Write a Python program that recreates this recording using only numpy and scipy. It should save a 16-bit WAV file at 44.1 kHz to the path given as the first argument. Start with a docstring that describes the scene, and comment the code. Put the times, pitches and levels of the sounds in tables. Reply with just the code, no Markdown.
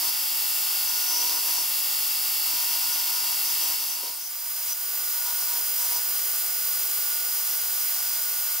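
"""A belt grinder runs in a workshop: the grit pattern of its belt repeats every lap, read out at belt speed.
A steel blade pressed on the belt loads the motor, makes the belt slip and rings under the grit;
it also squeals as shaped noise and knocks on the rest as decaying bursts.
Motor and wheels whine as sines that share one speed, over a hiss of air and rubber made of coloured noise.
The machine is heard from one place and then, after a fade, from another."""
import sys
import numpy as np
from scipy import signal
from scipy.fft import rfft, irfft
from scipy.io import wavfile
from scipy.ndimage import uniform_filter1d

SR = 44100
rng = np.random.default_rng(int(sys.argv[2]) if len(sys.argv) > 2 else 0)


def unload_audio(sound):
    """Save the sound as a 16-bit wav file, at the path given as the first command line argument."""
    columns = np.transpose(np.atleast_2d(sound))
    # keep every value between -1 and 1, then stretch to whole-number steps
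    steps = np.round(np.clip(columns, -1, 1) * 32767)
    wavfile.write(sys.argv[1], SR, steps.astype(np.int16))


N = 379260
TIME, FREQ = np.arange(N) / SR, np.arange(N // 2 + 1) * SR / N  # s, Hz

# strong overtones of the lap: multiple, first_place_db, second_place_db
BELT_OVERTONES = [(6, -76, -78), (8, -66, -60), (10, -74, -72), (16, -66, -61), (24, -63, -58),
                  (25, -59, -60), (30, -66, -58), (41, -60, -60), (45, -55, -71), (54, -57, -59),
                  (57, -57, -56), (59, -53, -56), (64, -61, -55), (80, -51, -90), (97, -62, -54),
                  (101, -52, -56), (103, -56, -55), (122, -52, -58), (133, -51, -54), (135, -70, -53),
                  (140, -52, -54), (143, -52, -54), (164, -66, -56), (169, -48, -53), (170, -52, -59),
                  (177, -64, -50), (184, -55, -65), (198, -56, -51), (199, -52, -60), (201, -65, -55),
                  (208, -56, -53), (214, -49, -55), (222, -48, -52), (229, -53, -50), (233, -46, -54),
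                  (237, -46, -56), (239, -47, -62), (242, -48, -58), (245, -51, -47), (251, -49, -61),
                  (254, -56, -46), (261, -50, -70), (263, -70, -48), (276, -44, -54), (278, -45, -48),
                  (281, -47, -46), (295, -45, -43), (297, -48, -45), (300, -45, -45), (312, -50, -44),
                  (315, -46, -45), (322, -43, -58), (323, -44, -60), (324, -46, -42)]
# weak overtones of the lap against the hiss: freq_hz, relative_db
WEAK_OVERTONES = [(150, -21), (300, 0), (1000, -10), (3000, -2.5), (6000, -4), (10000, -6), (15000, -1)]
# presses of the blade on the belt: start_s, length_s, load_hum_db, low_hum_db, ring_db, slip_percent
PRESSES = [(0, .09, -44, -55, -38, .1), (0.864, 0.37, -50.5, -72.5, -34, 0.02),
           (1.082, 0.3, -44.5, -56, -34.5, .04), (1.446, 0.17, -46.5, -58, -36, 0.098),
           (2.46, .17, -47, -66, -44, 0.061), (2.67, 0.092, -47.5, -60.5, -43, .04),
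           (2.81, .05, -48, -65, -42, .07), (2.9, .27, -49.5, -63, -41, .09),
           (3.225, 0.11, -49, -68, -41, 0.037), (3.432, 0.069, -47.5, -65, -36.5, 0.057),
           (3.598, 0.13, -47, -57.5, -38, .08), (3.789, 0.043, -49, -66, -40, 0.13),
           (3.882, 0.057, -53, -61, -37, 0.15), (3.95, .04, -52, -66, -50, .14),
           (4.02, .07, -45, -61, -55, 0.15), (4.105, .02, -50, -68, -52, .13),
           (4.2, 0.076, -61, -79, -40, 0.1), (4.428, .04, -59, -74, -46, 0.076),
           (4.575, 0.045, -52, -76, -48, .1), (4.656, 0.056, -54, -72, -44, .12),
           (5.132, 0.054, -53, -69, -48, 0.021), (5.238, 0.069, -47.5, -71, -46, .03),
           (5.35, 0.087, -49.5, -68, -44, .04), (5.478, 0.11, -45, -60.5, -46, .07),
           (5.769, 0.094, -50, -62, -38, .14), (5.896, 0.079, -46.5, -59, -44, 0.13),
           (7.26, .04, -52, -69.5, -41, .02), (7.36, 0.044, -55, -70, -45, 0.022),
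           (7.45, 0.14, -61, -67, -41, .06), (7.79, 0.038, -61, -74, -43, .08),
           (7.92, 0.09, -60, -63.5, -48, 0.098), (8.115, .05, -58, -63, -48, 0.16),
           (8.447, 0.09, -65.5, -67, -51.5, 0.096)]
# change of the ring over a longer press as the blade turns: start_s, change_db
BLADE_TURNS = [(.86, 7), (1.09, -9), (1.45, 2), (2.9, -4), (3.6, -12), (5.48, 3)]
# grit noise through the body of the blade, against its control: freq_hz, width_hz, relative_db
BODY_MODES = [(748, 92, -11), (999, 100, -17.5), (1076, 156, -10.5), (2780, 1200, -4), (5070, 1230, 4.5),
              (11000, 3700, 2)]
# ring of the blade common to both ports, against its control: freq_hz, width_hz, relative_db
RING_MODES = [(5956, 210, -3.5), (5570, 440, -3.5)]
# ring of the blade that differs between the ports: freq_hz, width_hz, relative_db
RING_SIDE_MODES = [(5750, 500, -3), (8500, 380, -3.5)]
# short squeals of the blade: start_s, length_s, freq_hz, width_hz, relative_db
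SQUEALS = [(.05, .05, 8500, 450, -43), (1.36, .05, 8600, 350, -45), (1.58, .04, 8400, 350, -45),
           (3.98, .22, 9070, 130, -48), (4.22, .06, 6000, 200, -47), (4.69, .045, 6000, 220, -36),
           (5.76, .11, 8660, 350, -43), (5.76, .1, 13000, 250, -40), (5.93, .05, 11900, 500, -43),
           (7.95, .06, 5600, 200, -43)]
# knocks of the blade on the rest: start_s, burst_db, pitch_hz, t60_s, first_swing_db above the burst
KNOCKS = [(2.533, -48, 330, .1, 3), (2.552, -52, 240, .07, 3), (4.034, -49, 440, .25, 16),
          (4.078, -52, 300, .12, 4), (4.705, -56, 300, .06, 6)]
# hum of the loaded motor against the load hum: freq_hz, relative_db
LOAD_HUM = [(480.3, -15), (960.6, -.5), (1041, -12)]
# the one whine tone that swells and sinks: time_s, relative_db
SWELL = [(0.0, -51), (0.26, -55.5), (1.1, -47), (1.34, -55), (1.36, -47), (1.48, -59), (1.63, -55),
         (2.54, -54.5), (2.92, -48), (4.24, -61), (5.29, -48), (5.72, -52), (7.21, -48), (7.83, -51),
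         (8.55, -47.5), (8.6, -53)]
# whine of motor and wheels: freq_hz, first_place_db, second_place_db
WHINE = [(160, -80, -84), (280, -65, -73), (440, -72, -73), (480, -68, -66), (600, -66, -67),
         (845, -58, -73), (883, -61, -64), (921, -64, -66), (1121, -61, -62), (1523, -67, -61),
         (1601, -64, -64), (2881, -54, -68), (3203, -58, -61), (3522, -61, -61), (3842, -57, -63),
         (4162, -56, -68), (4322, -50, -56), (4482, -44, -59), (4642, -46, -58), (4802, -41, -46),
         (4963, -43, -44), (5123, -55, -56), (5283, -43, -56), (5443, -45, -55), (5603, -56, -58),
         (5763, -53, -62)]
# density of the hiss, one list a place: freq_hz, relative_db
HISS = [
    [(18, -71), (30, -48), (226, -26.5), (286, -28.5), (537, -19.5), (838, -11), (1310, -9.5), (1420, -9),
     (2800, -7), (4150, -10), (4860, -3.5), (6310, -4.5), (9110, -7), (13900, 0), (15800, -0.5)],
    [(18, -77), (30, -62), (232, -29), (382, -26), (537, -21), (1150, -12), (1340, -14.5), (1450, -10.5),
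     (1610, -13), (2390, -9.5), (2800, -9.5), (4490, -8.5), (4860, -7), (7990, -5.5), (15800, -1)],
]
# total level of the hiss, one value a place: level_db
HISS_LEVEL = [-28, -29]
# throb of the hiss as the belt passes the wheels: beats_per_lap, depth (0-1)
THROB = [(1, 0.09), (4, 0.14), (8, 0.19), (9, 0.12), (11, 0.18)]
# resonances and gaps of the frame, one list a place: freq_hz, width_hz, change_db
FRAME = [
    [(724, 51, 5.5), (1670, 520, -5), (2046, 360, 0.5), (2400, 220, -4), (3360, 280, 4), (4070, 150, -5.5),
     (6120, 820, -5), (8770, 67, -4), (9140, 270, 0), (10950, 790, 3), (13680, 250, -15), (14000, 550, 3)],
    [(743, 140, 8), (1235, 98, 5), (2040, 110, 1.5), (2440, 140, -7.5), (3730, 280, -2.5), (6350, 38, 5),
     (8530, 330, -3), (8560, 150, 5), (9880, 200, -6), (11700, 340, -5), (13400, 180, 0), (14800, 760, 4.5)],
]
# level of left minus right, one list a place: freq_hz, difference_db
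PAN = [
    [(60, -2), (110, 6), (200, -3), (380, 5.5), (700, 4.5), (1290, 5.0), (2380, 5), (4400, 2), (8120, 0.5),
     (15000, -1)],
    [(60, 0.0), (110, 0.0), (200, -0.5), (380, 5), (700, 3.5), (1290, 7.5), (2380, 2.5), (4400, 1),
     (8120, 1), (15000, -3)],
]
# phase by which the left port leads, one list a place: freq_hz, lead_rad
LEAD = [
    [(2000, 0), (5000, 0.087), (8000, -0.6), (10000, -0.5), (12000, -0.5), (15000, -.5)],
    [(2000, 0.27), (5000, -0.73), (8000, -0.081), (10000, -0.95), (12000, -.4), (15000, -.5)],
]
# sound that differs between the ports, against the common sound, one list a place: freq_hz, relative_db
WIDE = [
    [(60, -16), (130, -18), (300, -4), (700, -19), (1400, -24), (3000, -13), (4300, -17), (5500, -6),
     (8000, -2.5), (12000, -2), (15500, -5)],
    [(60, -14), (130, -29), (300, -22), (700, -29), (1400, -21), (2400, -6), (3500, -46), (5000, -9),
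     (8000, -4), (12000, -1.5), (15500, -7)],
]
# sudden drops of the machine level that creep back: start_s, drop_db, recovery_s
DIPS = [(.1, -1.2, 0.23), (1.62, -0.4, 0.24), (4.73, -3.5, 0.31), (7.2, -0.44, 1.5)]

BELT_HZ, SHAFT_HZ = 48.5, 160.1  # laps a second; turns a second
FLAP_BEATS, FLAP_DAMP_DB = 8, -70  # low flap of the belt: beats a lap; dB per % of slip
LAP_POINTS = 2 ** 14  # samples in one stored lap
ATTACK_S, RELEASE_S, SETTLE_S = .05, .045, .12  # of a press; the belt needs longer to grip again
IDLE_DB, IDLE_SLIP = (-61.5, -69, -52), 0.0086  # load hum, low hum and ring between presses; slip %
HAND_DB = 1.3  # spread of the unsteady hands
SWING_S, KNOCK_LOW_HZ = .0012, 200  # decay of the first swing; the light blade gives little below
SAG, OVERSHOOT = .004, .011  # slowing under load and overrun after it: shares of speed at full load
LOADED_DB, REGAIN_S = -56, .045  # low hum at full load; time to regain speed
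RUMBLE_HZ, RUMBLE_WAVER_DB = 130, 3  # upper edge of the wavering bass
FADE_OUT_S, FADE_IN_S = (3.68, 4.37), (3.81, 4.9)  # start, end; even in amplitude
TOP_HZ = 15760


def undb(db):
    """Logarithmic level: the amplitude gain of a level in dB."""
    return np.exp(np.asarray(db) * np.log(10) / 20)


def shape(table, hz):
    """Spectral envelope: table values at hz, joined on a log frequency axis."""
    f, value = np.transpose(table)
    return np.interp(np.log(hz + 1), np.log(f), value)


def walk(rate):
    """Random fluctuation: levels held 1 / rate s and slewed twice, spread near 1."""
    hold = int(SR / rate)
    steps = np.repeat(rng.standard_normal(N // hold + 1), hold)
    return 1.344 * uniform_filter1d(uniform_filter1d(steps, hold), hold)[:N]


def ramp(start, length):
    """Linear growth: rises evenly from 0 to 1."""
    return np.clip((TIME - start) / length, 0, 1)


def filtered(noise, gain):
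    """Linear filtering: unit white noise takes the level per root Hz given by gain."""
    return irfft(rfft(noise) * gain * np.sqrt(SR / 2), N)


def coloured(gain):
    """Coloured noise: fresh white noise through a spectral gain."""
    return filtered(rng.standard_normal(N), gain)


def tones(rows, speed, flicker_db):
    """Rotational harmonics: sines that follow the motor speed, each wavering in level."""
    turn = 2 * np.pi * np.cumsum(speed) / SR
    out = 0
    for hz, db in rows:
        level = np.sqrt(2) * undb(db + flicker_db * walk(9))
        out = out + level * np.sin(hz * turn + 2 * np.pi * rng.random())
    return out


def machine(place, laps, slip, strong):
    """Loss of periodicity by slip: the belt pattern gives way to the hiss."""
    def colour(hz):
        frame = sum(db * np.exp(-2 * ((hz - f) / w) ** 2) for f, w, db in FRAME[place])
        return shape(HISS[place], hz) + frame

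    # brings the power summed over the band to the total level
    offset_db = HISS_LEVEL[place] - 10 * np.log10(np.sum(undb(2 * colour(FREQ))) * FREQ[1])

    def density_db(hz):
        return colour(hz) + offset_db

    pattern = belt_pattern(place, laps, slip, strong, density_db) * undb(0.67 * walk(25) - 12.3 * slip)
    return pattern + hiss(laps, density_db) * undb(.5 * walk(12) + 11.6 * slip)


def belt_pattern(place, laps, slip, strong, density_db):
    """Periodicity: one lap of grit, read round and round, gives overtones of the lap rate."""
    hz = BELT_HZ * np.arange(340)
    scatter_db = 5.3 * rng.standard_normal(len(hz))
    angle = 2 * np.pi * rng.random(len(hz))
    size = undb(density_db(hz) + shape(WEAK_OVERTONES, hz) + scatter_db) * np.sqrt(BELT_HZ)
    for row in strong:
        size[round(row[0])] = undb(row[1 + place])
    flap, size[FLAP_BEATS] = size[FLAP_BEATS], 0
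    lap = irfft(size * np.exp(1j * angle) * LAP_POINTS / np.sqrt(2), LAP_POINTS)
    pattern = np.interp(laps % 1 * LAP_POINTS, np.arange(LAP_POINTS + 1), np.append(lap, lap[0]))
    # the blade damps the flap
    flap_level = np.sqrt(2) * flap * undb(FLAP_DAMP_DB * slip)
    return pattern + flap_level * np.sin(2 * np.pi * FLAP_BEATS * laps)


def pressing(idle, sizes, release):
    """Contact envelope: attack, hold and release of every press, over an idle value."""
    out = np.full(N, idle)
    for (s, length, *_), size in zip(PRESSES, sizes):
        on, end = s - ATTACK_S / 2, s + length
        span = slice(max(int(on * SR), 0), int((end + release) * SR))
        contact = np.interp(TIME[span], [on, on + ATTACK_S, end, end + release], [0, 1, 1, 0])
        out[span] = np.maximum(out[span], size * contact)
    return out


def belt_slip():
    """Friction: unsteadiness of the belt speed in %, raised by each press."""
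    return uniform_filter1d(pressing(IDLE_SLIP, np.transpose(PRESSES)[-1], SETTLE_S), SR // 20)


def press_db():
    """Contact force: each press sets load hum, low hum and blade ring in dB."""
    load, low, ring = [20 * np.log10(pressing(undb(idle), undb(column), RELEASE_S))
                       for idle, column in zip(IDLE_DB, np.transpose(PRESSES)[2:5])]
    for s, db in BLADE_TURNS:
        # the turn belongs to the press nearest in time
        start, length = min(PRESSES, key=lambda row: abs(row[0] - s))[:2]
        during = (TIME > start) * (TIME < start + length)
        ring = ring + db * (ramp(start, length) - .5) * during
    return load + HAND_DB * walk(15), low, ring + HAND_DB * walk(15)


def grit(modes):
    """Resonance under random impact: sharp grains ring steep modes of a blade too small for bass."""
    grains = rng.standard_normal(N) * undb(2.2 * rng.exponential(size=N))
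    gain = sum(undb(db) / (1 + 1j * (FREQ - f) / w) ** 3 / np.sqrt(w) for f, w, db in modes)
    gain *= FREQ ** 4 / (FREQ ** 4 + 380.0 ** 4)
    return filtered(grains / grains.std(), gain) * undb(1.1 * walk(60))


def blade(ring_modes, load_db, ring_db):
    """Forced vibration: the body follows the load, the ring the blade angle; the hands slew both."""
    load_db, ring_db = (uniform_filter1d(db, SR // 40) for db in (load_db, ring_db))
    return undb(load_db) * grit(BODY_MODES) + undb(ring_db) * grit(ring_modes)


def squeals():
    """Selective excitation: grit briefly catches one mode of the blade."""
    out = 0
    for s, length, *mode in SQUEALS:
        gate = uniform_filter1d(1. * (TIME > s) * (TIME < s + length), SR // 60)
        out = out + gate * grit([mode])
    return out


def knocks():
    """Damped impact: a sharp first swing and a dying burst of noise around a pitch."""
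    out = 0
    for s, db, hz, t60, swing_db in KNOCKS:
        burst = coloured(1 / (1 + 1j * (FREQ / hz - hz / (FREQ + 1))) ** 2 / np.sqrt(hz))
        late = np.abs(TIME - s)
        swing = undb(swing_db) * np.sin(2 * np.pi * hz * late) * np.exp(-late / SWING_S)
        out = out + (burst + swing) * (TIME > s) * undb(db - 60 * late / t60)
    return signal.sosfilt(signal.butter(4, KNOCK_LOW_HZ, "high", fs=SR, output="sos"), out)


def shaft(low_db):
    """Inertia: shaft speed, 1 when steady, sags as load comes on and overshoots as it goes."""
    load = np.minimum(undb(low_db - LOADED_DB), 1)
    keep = np.exp(-1 / (REGAIN_S * SR))
    # the load less its own running mean
    change = load - signal.lfilter([1 - keep], [1, -keep], load, zi=[load[0] * keep])[0]
    return 1 - np.where(change > 0, SAG, OVERSHOOT) * change


def hum(speed, load_db, low_db):
    """Shaft harmonics: two groups of tones grow with the load, and one tone swells by its table."""
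    loaded = undb(load_db + 1.1 * walk(30)) * tones(LOAD_HUM, speed, .6)
    low = undb(low_db) * tones([(2 * SHAFT_HZ, -1.5), (4 * SHAFT_HZ, -6)], speed, 0.64)
    swell_db = np.interp(TIME, *np.transpose(SWELL))
    return loaded + low + undb(swell_db) * tones([(9 * SHAFT_HZ, -.5)], speed, .8)


def whine(place, speed):
    """Rotational tones: motor and wheels whine at pitches tied to the shaft speed."""
    return tones([(row[0], row[1 + place]) for row in WHINE], speed, 1.1)


def hiss(laps, density_db):
    """Amplitude modulation: broadband noise throbs with the lap while its bass wavers at random."""
    throb = 1
    for beats, depth in THROB:
        throb = throb + depth * np.sin(2 * np.pi * (beats * laps + rng.random()))
    gain = undb(density_db(FREQ))
    bass = 1 / (1 + (FREQ / RUMBLE_HZ) ** 4)  # share of the power
    rumble = coloured(gain * np.sqrt(bass)) * undb(RUMBLE_WAVER_DB * walk(6))
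    return coloured(gain * np.sqrt(1 - bass)) * throb + rumble


def fading():
    """Superposition by cross-fade: gain of each place, with brief dips in level."""
    dips = undb(sum(db * (TIME > s) * np.exp(-np.abs(TIME - s) / back) for s, db, back in DIPS))
    (a, b), (c, d) = FADE_OUT_S, FADE_IN_S
    return [dips * (1 - ramp(a, b - a)), dips * ramp(c, d - c)]


def two_ports(place, mid, other):
    """Interaural difference: level and phase gaps as side over mid, plus sound that differs."""
    lean = np.tanh(shape(PAN[place], FREQ) * np.log(10) / 40 + .5j * shape(LEAD[place], FREQ))
    side = irfft(lean * rfft(mid) + undb(shape(WIDE[place], FREQ)) * rfft(other), N)
    return np.array([mid + side, mid - side])


def scene():
    """Superposition: both places, each spread over the two ports, faded one into the other."""
    (load_db, low_db, ring_db), slip = press_db(), belt_slip()
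    laps = np.cumsum(BELT_HZ * (1 + slip / 100 * walk(30))) / SR
    speed = shaft(low_db) + 0.000588 * walk(40)
    work = blade(RING_MODES, load_db, ring_db) + squeals() + knocks() + hum(speed, load_db, low_db)
    work_side = blade(RING_SIDE_MODES, load_db, ring_db) + undb(3) * squeals() + knocks()
    fades = fading()
    # the work passes quickly to the second place once that is the louder
    first = (fades[0] > fades[1]).astype(float)
    near = [uniform_filter1d(first, SR // 20), uniform_filter1d(1 - first, SR // 20)]
    out = 0
    for place in range(2):
        running = machine(place, laps, slip, BELT_OVERTONES) + whine(place, speed)
        mid = fades[place] * running + near[place] * work
        other = fades[place] * machine(place, laps, slip, []) + near[place] * work_side
        out = out + two_ports(place, mid, other)
    return out


def record(dry):
    """Band limitation: the recorder cuts the top steeply."""
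    return signal.sosfilt(signal.ellip(16, .3, 70, TOP_HZ, fs=SR, output="sos"), dry)


dry = scene()
out = record(dry)
unload_audio(out)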